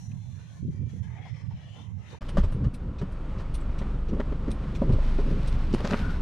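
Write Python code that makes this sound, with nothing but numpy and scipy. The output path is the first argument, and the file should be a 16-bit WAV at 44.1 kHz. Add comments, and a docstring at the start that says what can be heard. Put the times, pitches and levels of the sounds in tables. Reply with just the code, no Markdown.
"""Gusts of wind buffet a roadside microphone while a small car rolls slowly by: its tyres roar and swish,
grit taps under the tread and the brake pads sing faintly. After a blink of silence we are in the driver's
seat. The idling engine makes the cabin air boom, the steel latch pops and the door swings open.
Small parts click, limbs bump the trim (the inside panels) and clothes rustle.
Last, a heel thuds onto the tarmac and the sole scrapes over grit."""
import sys
import numpy as np
from scipy import signal
from scipy.fft import rfft, irfft, next_fast_len
from scipy.io import wavfile
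from scipy.ndimage import uniform_filter1d

SR = 44100
rng = np.random.default_rng(int(sys.argv[2]) if len(sys.argv) > 2 else 0)


def bounce(signal):
    """Save signal as a 16-bit WAV file at the path given by the first command-line argument."""
    frames = np.transpose(np.atleast_2d(signal))
    limited = np.clip(frames, -1, 1)
    pcm = np.round(limited * 32767).astype(np.int16)
    wavfile.write(sys.argv[1], SR, pcm)


N = 273861
T = np.arange(N) / SR

# Tone colours, which say how strong each pitch is in a noise: (frequency [Hz], gain [dB])
WIND_COLOUR = [(30, -27), (54, -13), (78, 0.5), (113, 5), (176, -4.5), (250, -19.5), (300, -27.5)]
EDDY_COLOUR = [(100, -5), (150, 2.5), (220, -1), (300, -6.5), (400, -9.5), (550, -17.5), (650, -45)]
ROAR_COLOUR = [(200, 1.5), (400, 1), (600, -3), (850, 0.5), (1050, -3), (1350, -10), (1900, -7)]
SWISH_COLOUR = [(1300, -10), (1750, -2), (2400, -2), (2750, -7), (3400, -8), (4500, -22)]
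HIGH_SWISH_COLOUR = [(2300, -12), (2700, -10), (3200, -7), (3500, -11), (4200, -15.5), (5900, -16)]
HISS_COLOUR = [(3600, -18), (4150, -5.5), (4600, -23), (5400, -10.5), (6000, -1.5), (7200, -8.5),
               (7800, -15.5), (9500, -13.5), (11000, -22), (15000, -31)]
WHIRR_COLOUR = [(180, -2), (300, -0.5), (460, -3.5), (545, -3), (767, -10), (977, -7.5), (1360, -9),
                (1590, -16), (3010, -23), (7070, -39.5), (9000, -41.5), (11700, -61), (19800, -120)]
RUMBLE_COLOUR = [(35, -8), (59, -1.5), (98, -9), (168, -10), (260, -17.5), (330, -25), (560, -32),
                 (700, -73)]
CLOTH_COLOUR = [(1200, -4), (2500, 4), (4000, 0), (5600, -5.5), (7000, -15.5), (9000, -15), (11000, -24.5),
                (13000, -24), (14500, -39)]
RUB_COLOUR = [(170, 1), (230, 3.5), (300, -4.5), (400, -6), (540, -8), (680, -29.5)]
SCRAPE_COLOUR = [(500, 14.5), (900, 6.5), (1700, 7), (2800, -8), (4000, -24), (6000, -37)]
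FINE_GRIT_COLOUR = [(2800, 2), (4500, 3), (7000, -2.5), (9000, -22), (13000, -32)]

# Modes, the pitches a part likes to ring at: (frequency [Hz], width [Hz], gain [dB])
TRIM_MODES = [(980, 620, 5), (1204, 870, 13), (1680, 460, 0), (2960, 560, 3.5)]
PLASTIC_CRACK_MODES = [(3340, 3200, 30), (5000, 830, 1), (9000, 12000, -28)]
TAP_MODES = [(2710, 640, 8.5), (3530, 2600, 7.5), (5150, 1160, -2.5)]
HIGH_RING_MODES = [(8230, 930, -4.5), (9250, 1300, -7), (12800, 1300, -13)]
# The hollow door panel's modes: (frequency [Hz], width [Hz])
PANEL_MODES = [(410, 90), (550, 130), (960, 120)]
# Fading tones of the latch and the heel: (frequency [Hz], time to fade by 60 dB [s], gain [dB])
STEEL_TONES = [(577, 0.029, 7.5), (1189, 0.043, -8), (1465, 0.046, -13.5), (1840, 0.031, -28)]
HEEL_TONES = [(242, 0.038, 1), (338, 0.042, -3.5)]

# The breeze as the driver leans out: (time [s], level [dB])
DOOR_BREEZE = [(4.7, -56), (5.3, -47), (5.9, -42), (6.21, -45)]
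# Roadside gusts: (peak time [s], half length [s], relative level [dB], left minus right [dB])
WIND_GUSTS = [(0.107, 0.051, -38, -14), (0.312, 0.081, -44.5, -25), (0.679, 0.048, -36, -28),
              (0.692, 0.035, -40, 4), (0.844, 0.058, -38, -16), (0.984, 0.033, -36, -25),
              (1.067, 0.11, -43, -15), (1.327, 0.018, -38, -25), (1.475, 0.038, -39, -28),
              (1.546, 0.027, -43, 0), (1.932, 0.055, -40.5, -36)]
# Swirls of air that hit the microphone: (time [s], half length [s], level [dB])
EDDIES = [(0.632, 0.0036, -30), (0.652, 0.0076, -33), (0.688, 0.017, -29), (.752, 0.048, -42.5),
          (.808, 0.017, -38.5), (0.832, 0.012, -37.5), (.872, 0.0088, -37.5), (0.937, 0.008, -36.5),
          (0.965, 0.0085, -44)]
# Singing brake pads:
# (start [s], end [s], first pitch [Hz], last pitch [Hz], level [dB], scatter [share of pitch])
BRAKE_SQUEALS = [(-.06, 0.16, 5400, 6200, -58.5, 0.001), (-.2, 0.8, 4110, 4070, -69.5, 0.018),
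                 (0.09, 0.445, 3470, 3550, -68, 0.007), (0.7, 0.95, 2330, 2330, -60, .04),
                 (0.983, 1.507, 2074, 2082, -53, 0.076), (1.204, 1.56, 5260, 5200, -67, 0.023),
                 (1.529, 1.933, 2920, 3130, -58, 0.041)]
# Rolling tyres: (time [s], relative roar level [dB], hiss level [dB])
TYRE_LEVELS = [(0.0, -70, -65.5), (0.55, -66, -62.5), (0.72, -66.5, -66.5), (1.0, -66, -67.5),
               (1.25, -62, -76), (1.55, -65, -74.5), (1.8, -64, -65), (1.93, -72, -75), (2.13, -58.5, -65),
               (2.19, -70, -76)]
# Grit under the tread: (time [s], level [dB], pitch [Hz], length [s])
GRIT_TAPS = [(0.115, -54.5, 2580, 0.0053), (1.251, -47, 825, 0.024), (1.508, -49.5, 886, 0.031),
             (1.782, -57, 935, 0.041), (2.128, -43, 465, 0.017), (2.133, -46, 874, 0.022)]
# The idling engine: (time [s], firing rate [Hz], relative level [dB])
ENGINE_IDLE = [(2.21, 25.4, -36), (2.42, 25.5, -28), (2.62, 24.6, -35), (2.86, 24.42, -40),
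               (3.5, 24.43, -29), (4.78, 24.62, -29), (4.92, 24.9, -22.5), (5.55, 25.05, -24),
               (5.8, 25.1, -31), (6.21, 25.2, -33)]
# Its boom in the cabin: (multiple of the firing rate, gain [dB])
BOOM_HARMONICS = [(1, 5.5), (2, -0.5), (3, -15), (4, -17), (5, -11), (6, -15.5)]
# How briskly the driver moves: (time [s], relative rustle level [dB])
RUSTLE_LEVELS = [(2.21, -64), (2.42, -62), (2.8, -103), (4.0, -94.5), (4.3, -74.5), (4.85, -65.5),
                 (5.08, -56.5), (5.65, -60), (5.93, -50), (6.1, -55), (6.21, -65.5)]
# The door seal and limbs rubbing on frame, seat and sill: (time [s], length [s], level [dB])
RUB_EVENTS = [(2.548, 0.05, -40), (3.881, 0.08, -40), (4.088, 0.12, -28.5), (4.471, 0.038, -29),
              (4.829, 0.16, -30), (5.215, 0.086, -31), (5.291, 0.13, -28.5), (5.85, 0.089, -32.5)]
# Small plastic and metal parts clicking: (time [s], base level [dB], ring above base [dB])
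PART_CLICKS = [(2.286, -53, -3), (2.44, -60, -6), (2.521, -66, 3), (2.739, -58, 0.5), (2.986, -58, -12),
               (3.118, -71, 2), (3.384, -61, -20), (3.542, -53, 2.5), (3.605, -71, 8), (3.785, -54, -9),
               (4.084, -60, -16), (4.507, -51, 0.5), (4.751, -52, -11.5), (4.921, -56, -8),
               (5.474, -52, -1), (5.737, -46.5, -7.5)]
# The sole singing as it drags: (time [s], level [dB])
SOLE_DRAG = [(5.95, -55), (5.97, -50), (6.03, -47), (6.11, -43.5), (6.21, -67)]
# The sole scraping over grit: (time [s], half length [s], level [dB], treble above level [dB])
SOLE_SCUFFS = [(5.73, 0.0074, -51, 0), (5.745, 0.0052, -32.5, -18), (5.854, 0.011, -34.5, -12),
               (5.872, 0.0057, -37, -6), (5.911, 0.0082, -35, -8), (5.934, 0.017, -30.5, -33),
               (5.968, 0.0054, -48, -22)]
# Stones cracking under the shoe: (time [s], level [dB], pitch [Hz])
STONE_CRACKS = [(5.934, -30, 1960), (5.9424, -29, 1450)]
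# Knees, shoes and door bumping the car: (time [s], base level [dB], hardness [0-1], thud pitch [Hz],
# hollow ring above base [dB], middle panel mode above the lowest [dB])
BUMPS = [(2.381, -20, 0, 192.5, -14, -1), (2.438, -34.5, 0.2, 88, -1.5, -2),
         (2.547, -30.5, 0, 125, -23, -7), (2.664, -29, 0, 115, -20, 2), (3.014, -37, 0.46, 122, 2.5, -6),
         (3.03, -30, 0.07, 180, -24, -4), (3.812, -39, 0.89, 222, 1, 1), (4.128, -27, 0.42, 267, -9.5, -3),
         (4.196, -27, 0.77, 248, -1.5, -0.5), (4.32, -31, 0.57, 260, -5.5, -2),
         (4.478, -24, 0.3, 265, -20, 0), (4.817, -20.5, 0.2, 220, -4.5, 5.5),
         (4.891, -25, 0.41, 119, -17, 2), (4.901, -22.5, 0.2, 218, -10, -9),
         (4.929, -28.5, .1, 94, -7.5, -1), (4.983, -40, 0.6, 204, 4.5, 13),
         (5.185, -27.5, 0.57, 270, -2.5, -7), (5.801, -40.5, 0.9, 198, 4, 0),
         (5.842, -28.5, 0.55, 205, -3.5, 8), (5.916, -31.5, 0.7, 186, 1.5, 0),
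         (5.935, -22.5, 0.6, 225, -6.5, 3)]
# Cabin air booming as the seal lets go: (time [s], level [dB], pitch [Hz], time to fade by 60 dB [s])
SEAL_BOOMS = [(2.371, -15, 27, .42), (2.394, -18.5, 56, .3), (2.474, -22, 22, .3)]
# Handle, latch, seal, then the strap that holds the door, grating: (time [s], level [dB], length [s])
DOOR_GRATES = [(2.216, -47.5, 0.02), (2.288, -46.5, 0.02), (2.37, -35.5, 0.027), (2.433, -46, 0.014),
               (2.522, -48.5, 0.005), (2.64, -47.5, 0.024), (3.013, -46.5, 0.015), (3.397, -49, .025)]


def undb(db):
    """Turn decibels into a number to multiply by."""
    return 10 ** (np.asarray(db) / 20)


def unit(x):
    """Scale a sound to an average power of 1."""
    return x / np.sqrt(np.mean(x ** 2))


def curves(rows):
    """Join a table's points in time with straight lines, one curve for each later column."""
    times, *columns = np.transpose(rows)
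    return [np.interp(T, times, column) for column in columns]


def wander(rate_hz):
    """A smooth random drift, about 1 in size."""
    hold = int(SR / rate_hz)
    steps = np.repeat(rng.standard_normal(N // hold + 1), hold)
    return unit(uniform_filter1d(uniform_filter1d(steps, hold), hold)[:N])


def noise(apart):
    """Stereo noise: left and right are alike when apart is 0 and unrelated when it is 1."""
    mid, side = rng.standard_normal((2, N))
    return np.array([mid + apart * side, mid - apart * side])


def colour(x, points):
    """Give a sound a tone colour that falls steeply past its ends, and a power of 1."""
    hz, db = np.transpose(points)
    size = next_fast_len(x.shape[-1])
    octave, knots = np.log2(np.fft.rfftfreq(size, 1 / SR) + 1), np.log2(hz)
    octaves_outside = np.abs(octave - np.clip(octave, knots[0], knots[-1]))
    gain = undb(np.interp(octave, knots, db) - 30 * octaves_outside)
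    return unit(irfft(rfft(x, size) * gain, size)[..., :x.shape[-1]])


def band(x, hz, width_hz):
    """Keep the sound near one pitch, filtering twice for steep edges."""
    hz = min(hz, .45 * SR)
    b, a = signal.iirpeak(hz, max(hz / width_hz, .4), SR)
    return signal.lfilter(b, a, signal.lfilter(b, a, x))


def ring(x, modes):
    """Let a sound ring through all the modes of a part."""
    return sum(undb(db) * band(x, hz, width) for hz, width, db in modes)


def dull(x, hz):
    """Cut the treble above a pitch."""
    return signal.sosfilt(signal.butter(4, min(hz, .45 * SR), fs=SR, output="sos"), x)


def patchy(x, depth_db, width_hz, hold_s):
    """Let narrow ranges of pitch swell and sink on their own, which sounds watery."""
    size, overlap = 2048, 1536
    spectrum = signal.stft(x, nperseg=size, noverlap=overlap)[2]
    patches = rng.standard_normal(spectrum.shape)
    spans = (1, width_hz * size / SR), (2, hold_s * SR / (size - overlap))
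    for axis, span in 2 * spans:  # smooth twice across pitch and time
        patches = uniform_filter1d(patches, max(int(span), 1), axis=axis)
    gain = unit(undb(depth_db * unit(patches)))
    return signal.istft(spectrum * gain, nperseg=size, noverlap=overlap)[1][:, :N]


def contact(length_s, rise_s, tail_db, tail_s, apart, grain_db=0):
    """Rough surfaces meet: tiny uneven hits build up and die away, followed by weak echoes."""
    t = T[:SR // 4]
    mid, side = rng.standard_normal((2, len(t)))
    grains = undb(grain_db * np.repeat(rng.standard_normal(len(t) // 64 + 1), 64)[:len(t)])
    rise = 1 - np.exp(-(t / rise_s) ** 2)
    fade = np.exp(-(t / max(length_s, 1e-3)) ** 2) + undb(tail_db) * np.exp(-t / tail_s)
    return rise * fade * grains * np.array([mid + apart * side, mid - apart * side])


def thud(hz, fade_s):
    """A struck part swings at one pitch and fades by 60 dB in fade_s."""
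    t = T[:SR // 2]
    rise = 1 - np.exp(-t / 0.0027)
    swing = np.sin(2 * np.pi * hz * t) * np.exp(-np.log(1000) * t / fade_s) * rise
    return np.array([swing, swing])


def add(out, s, x, db):
    """Mix in a short sound at time s, with its loudest 6 ms at the given level."""
    start = int(s * SR)
    loudest = np.sqrt(uniform_filter1d(np.mean(x ** 2, axis=0), size=256).max())
    out[:, start:start + x.shape[1]] += (x * undb(db) / loudest)[:, :N - start]


def pan(db):
    """Left and right gains that make the left louder by db."""
    gains = undb(np.array([[1], [-1]]) * db / 2)
    return gains / np.sqrt(np.mean(gains ** 2, axis=0))


def door_breeze():
    """A light wind reaches the microphone through the open door."""
    return colour(noise(0.18), WIND_COLOUR) * undb(curves(DOOR_BREEZE)[0])


def wind():
    """Gusts swell out of a breeze, and swirls of air buffet the microphone."""
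    power = (undb(-50) * pan(-7)) ** 2  # the steady breeze
    for s, half_s, db, lean_db in WIND_GUSTS:
        power = power + (undb(db) * pan(lean_db)) ** 2 * np.exp(-((T - s) / half_s) ** 2)
    out = colour(noise(0.71), WIND_COLOUR) * np.sqrt(power) * undb(6.5)
    t = T[:SR // 4] - T[SR // 8]
    push = undb(15) * (t == 0)
    for s, half_s, db in EDDIES:
        eddy = rng.standard_normal(len(t)) * np.exp(-(t / half_s) ** 2) + push
        add(out, s + t[0], colour(eddy, EDDY_COLOUR) * pan(5.7), db)
    return out


def wind_suppressor(x, threshold_db=-37.5, split_hz=283, react_s=0.017):
    """Turn the treble down while the bass is loud."""
    bass = signal.sosfiltfilt(signal.butter(4, split_hz, fs=SR, output="sos"), x)
    bass_power = uniform_filter1d(np.mean(bass ** 2, axis=0), int(react_s * SR))
    return bass + (x - bass) / np.sqrt(1 + bass_power / undb(threshold_db) ** 2)


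def brakes():
    """The pads sing faintly in short glides; more scatter in pitch turns the tone into a rasp."""
    out = 0
    for start, end, first_hz, last_hz, db, scatter in BRAKE_SQUEALS:
        progress = np.clip((T - start) / (end - start), 0, 1)
        hz = (first_hz + (last_hz - first_hz) * progress) * (1 + scatter * wander(900))
        grip = np.sin(np.pi * progress) * undb(db + wander(61.8))
        out = out + grip * np.sin(2 * np.pi * np.cumsum(hz) / SR)
    return out * pan(12)


def tyres():
    """The tread's roar and swish rise and fall together under a fine hiss, while grit taps beneath it."""
    roar_db, hiss_db = curves(TYRE_LEVELS)
    swell_db = 1.27 * (roar_db + 60)  # the swish grows faster than the roar
    layers = ((ROAR_COLOUR, roar_db + 7.5, 0), (SWISH_COLOUR, swell_db - 57, 8.4),
              (HIGH_SWISH_COLOUR, swell_db - 58.5, 7.9))
    tread = 0
    for points, level_db, lean_db in layers:
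        tread += colour(noise(0.72), points) * undb(level_db + 2.15 * wander(25.33)) * pan(lean_db)
    out = patchy(tread, depth_db=4.6, width_hz=130, hold_s=.09)
    out += colour(noise(0.99), HISS_COLOUR) * undb(hiss_db + 2 * wander(10.14))
    for s, db, hz, length_s in GRIT_TAPS:
        tap = contact(length_s, rise_s=0.00061, tail_db=-17, tail_s=0.018, apart=0.36)
        add(out, s, band(tap, hz, hz * 0.34) + undb(-16) * band(tap, hz * 1.7, hz * 1.2), db)
    return out


def engine(door_swing_s=(2.84, 3.28)):
    """Firings pump the cabin air; belts and valves whirr, louder once the door swings open."""
    firing_hz, level_db = curves(ENGINE_IDLE)
    phase = 2 * np.pi * np.cumsum(firing_hz) / SR
    boom = unit(sum(undb(db + 2 * wander(6)) * np.cos(k * phase) for k, db in BOOM_HARMONICS))
    whirr = colour(noise(0.0057), WHIRR_COLOUR) * (1 + 0.039 * np.cos(phase))
    whirr_db = np.interp(T, door_swing_s, (-50.5, -46.5))
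    return boom * undb(level_db + 0.26) + whirr * undb(whirr_db + wander(14))


def rub(length_s):
    """One surface slips over another in dull, uneven jerks that swell and stop."""
    t = T[:SR // 4]
    swell = np.sqrt(np.abs(np.sin(np.pi * np.minimum(t / length_s, 1))))
    slips = noise(0.0057) * undb(2 * wander(88.5))
    return swell * colour(slips[:, :len(t)], RUB_COLOUR)


def driver():
    """The moving body rumbles against the microphone mount, cloth rustles, and limbs and door seal rub."""
    rustle_db, = curves(RUSTLE_LEVELS)
    rumble_db = -32 + 0.11 * (rustle_db + 55)  # follows the rustle only slightly
    rumble = colour(noise(0.01), RUMBLE_COLOUR) * undb(rumble_db + 2.9 * wander(30))
    fibres = noise(0.41) * undb(3.4 * rng.exponential(size=N))
    seat_brush = undb(5) * unit(band(noise(0.2), hz=834, width_hz=1600))
    cloth = colour(fibres, CLOTH_COLOUR) + seat_brush
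    out = rumble + cloth * undb(rustle_db + 2 + 1.52 * wander(60))
    for s, length_s, db in RUB_EVENTS:
        add(out, s, rub(length_s), db)
    return out


def clicks():
    """Small loose parts rattle: a dull tap and a high ring, at a slightly new pitch each time."""
    out = np.zeros((2, N))
    for s, base_db, ring_db in PART_CLICKS:
        layers = (HIGH_RING_MODES, base_db + ring_db, 12000, .5), (TAP_MODES, base_db + 4, 7500, .25)
        for modes, db, top_hz, apart in layers:
            chatter = contact(.02, rise_s=.009, tail_db=-9, tail_s=.022, apart=apart, grain_db=3)
            shifted = [(hz * (1 + .05 * rng.standard_normal()), width, gain + 3 * rng.standard_normal())
                       for hz, width, gain in modes]
            add(out, s - .006, dull(ring(chatter, shifted), top_hz), db)
    return out


def shoe(squeak_hz=1460, grains_per_s=1100):
    """The heel thuds down; the sole scuffs over grit, cracks two stones and sings roughly as it drags."""
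    wobbly_hz = squeak_hz * (1 + .04 * wander(600))
    squeak = unit(np.sin(2 * np.pi * np.cumsum(wobbly_hz) / SR))
    rasp = unit(band(noise(.2), squeak_hz, width_hz=240))
    drag = undb(curves(SOLE_DRAG)[0]) * (T > SOLE_DRAG[0][0])
    out = unit(squeak + rasp) * drag * pan(8.7)
    heel = sum(undb(db) * thud(hz, fade_s) for hz, fade_s, db in HEEL_TONES)
    add(out, 5.738, heel, db=-16.5)
    t = T[:SR // 4] - T[SR // 8]
    for s, half_s, db, treble_db in SOLE_SCUFFS:
        size, mid, side = rng.standard_normal((3, len(t)))
        hits = rng.random(len(t)) < grains_per_s / SR
        grains = hits * undb(5 * size) * np.exp(-(t / half_s) ** 2)
        grit = grains * np.array([mid + 0.14 * side, mid - 0.18 * side]) * pan(2.4)
        add(out, s + t[0], colour(grit, SCRAPE_COLOUR), db)
        add(out, s + t[0], colour(grit, FINE_GRIT_COLOUR), db + treble_db)
    for s, db, hz in STONE_CRACKS:
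        crack = contact(.0012, rise_s=.0002, tail_db=-20, tail_s=.006, apart=.25)
        add(out, s, dull(band(crack, hz, width_hz=hz), 2500) * pan(2.3), db)
    return out


def latch():
    """Steel parts of the door grate over each other, ring and rattle the trim."""
    out = np.zeros((2, N))
    steel = sum(undb(db) * thud(hz, fade_s) for hz, fade_s, db in STEEL_TONES)
    for s, db, length_s in DOOR_GRATES:
        grate = contact(length_s, rise_s=0.00083, tail_db=-11, tail_s=0.036, apart=0.013, grain_db=2)
        add(out, s, ring(grate, TRIM_MODES), db)
        add(out, s, ring(grate, PLASTIC_CRACK_MODES), db - 12.5)
        add(out, s, steel, db + 16.5 + .9 * (db + 29.5))  # the ring grows faster than the grating
    return out


def door_seal():
    """The cabin air booms as the seal lets go."""
    out = np.zeros((2, N))
    for s, db, hz, fade_s in SEAL_BOOMS:
        add(out, s, -thud(hz, fade_s), db)  # the pressure drops first
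    return out


def bumps(thud_cycles=9):
    """Each blow thuds and sounds the hollow door, with a faint crack; hard ones make the trim clack."""
    out = np.zeros((2, N))
    main_push = undb(3.5) * np.exp(-((T[:SR // 4] - 0.003856) / 0.00029) ** 2)
    for s, db, hardness, hz, hollow_db, middle_db in BUMPS:
        clack_db = np.interp(hardness, (0, 1), (-37, -1.5))
        crack_db = np.interp(hardness, (0, 1), (-41, -48))
        length_s = np.interp(hardness, (0, 1), (0.019, 0.018))
        blow = contact(length_s, rise_s=.003, tail_db=-16, tail_s=.025, apart=.06) + main_push
        mix_db = (0, middle_db, middle_db - 12.5)  # set by where the blow lands
        hollow = sum(undb(gain) * unit(band(blow, *mode)) for mode, gain in zip(PANEL_MODES, mix_db))
        add(out, s - .002, hollow, db + hollow_db)
        scrape = contact(length_s, rise_s=0.003, tail_db=-10, tail_s=0.013, apart=0.067, grain_db=4.5)
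        add(out, s, ring(scrape, TRIM_MODES) * pan(1.2), db + clack_db)
        add(out, s, ring(scrape, PLASTIC_CRACK_MODES) * pan(1.5), db + crack_db)
        weight_db = 1.5 - 8 * np.log2(hz / 220)  # heavier parts ring lower and louder
        add(out, s, thud(hz, thud_cycles / hz), db + weight_db)
    return out


def scene(roadside_end_s=2.188, cabin_start_s=2.208, fade_s=.003):
    """First the roadside, then after a blink of silence the driver's seat."""
    outside = np.clip((roadside_end_s - T) / fade_s, 0, 1)
    inside = np.clip((T - cabin_start_s) / fade_s, 0, 1)
    roadside = wind_suppressor(wind() + tyres() + brakes())
    cabin = engine() + driver() + latch() + door_seal() + bumps() + clicks() + shoe() + door_breeze()
    return outside * roadside + inside * cabin


def record(dry, top_hz=14700):
    """Cut off the very highest treble."""
    return signal.sosfilt(signal.ellip(8, .2, 70, top_hz, fs=SR, output="sos"), dry)


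dry = scene()
out = record(dry)
bounce(out)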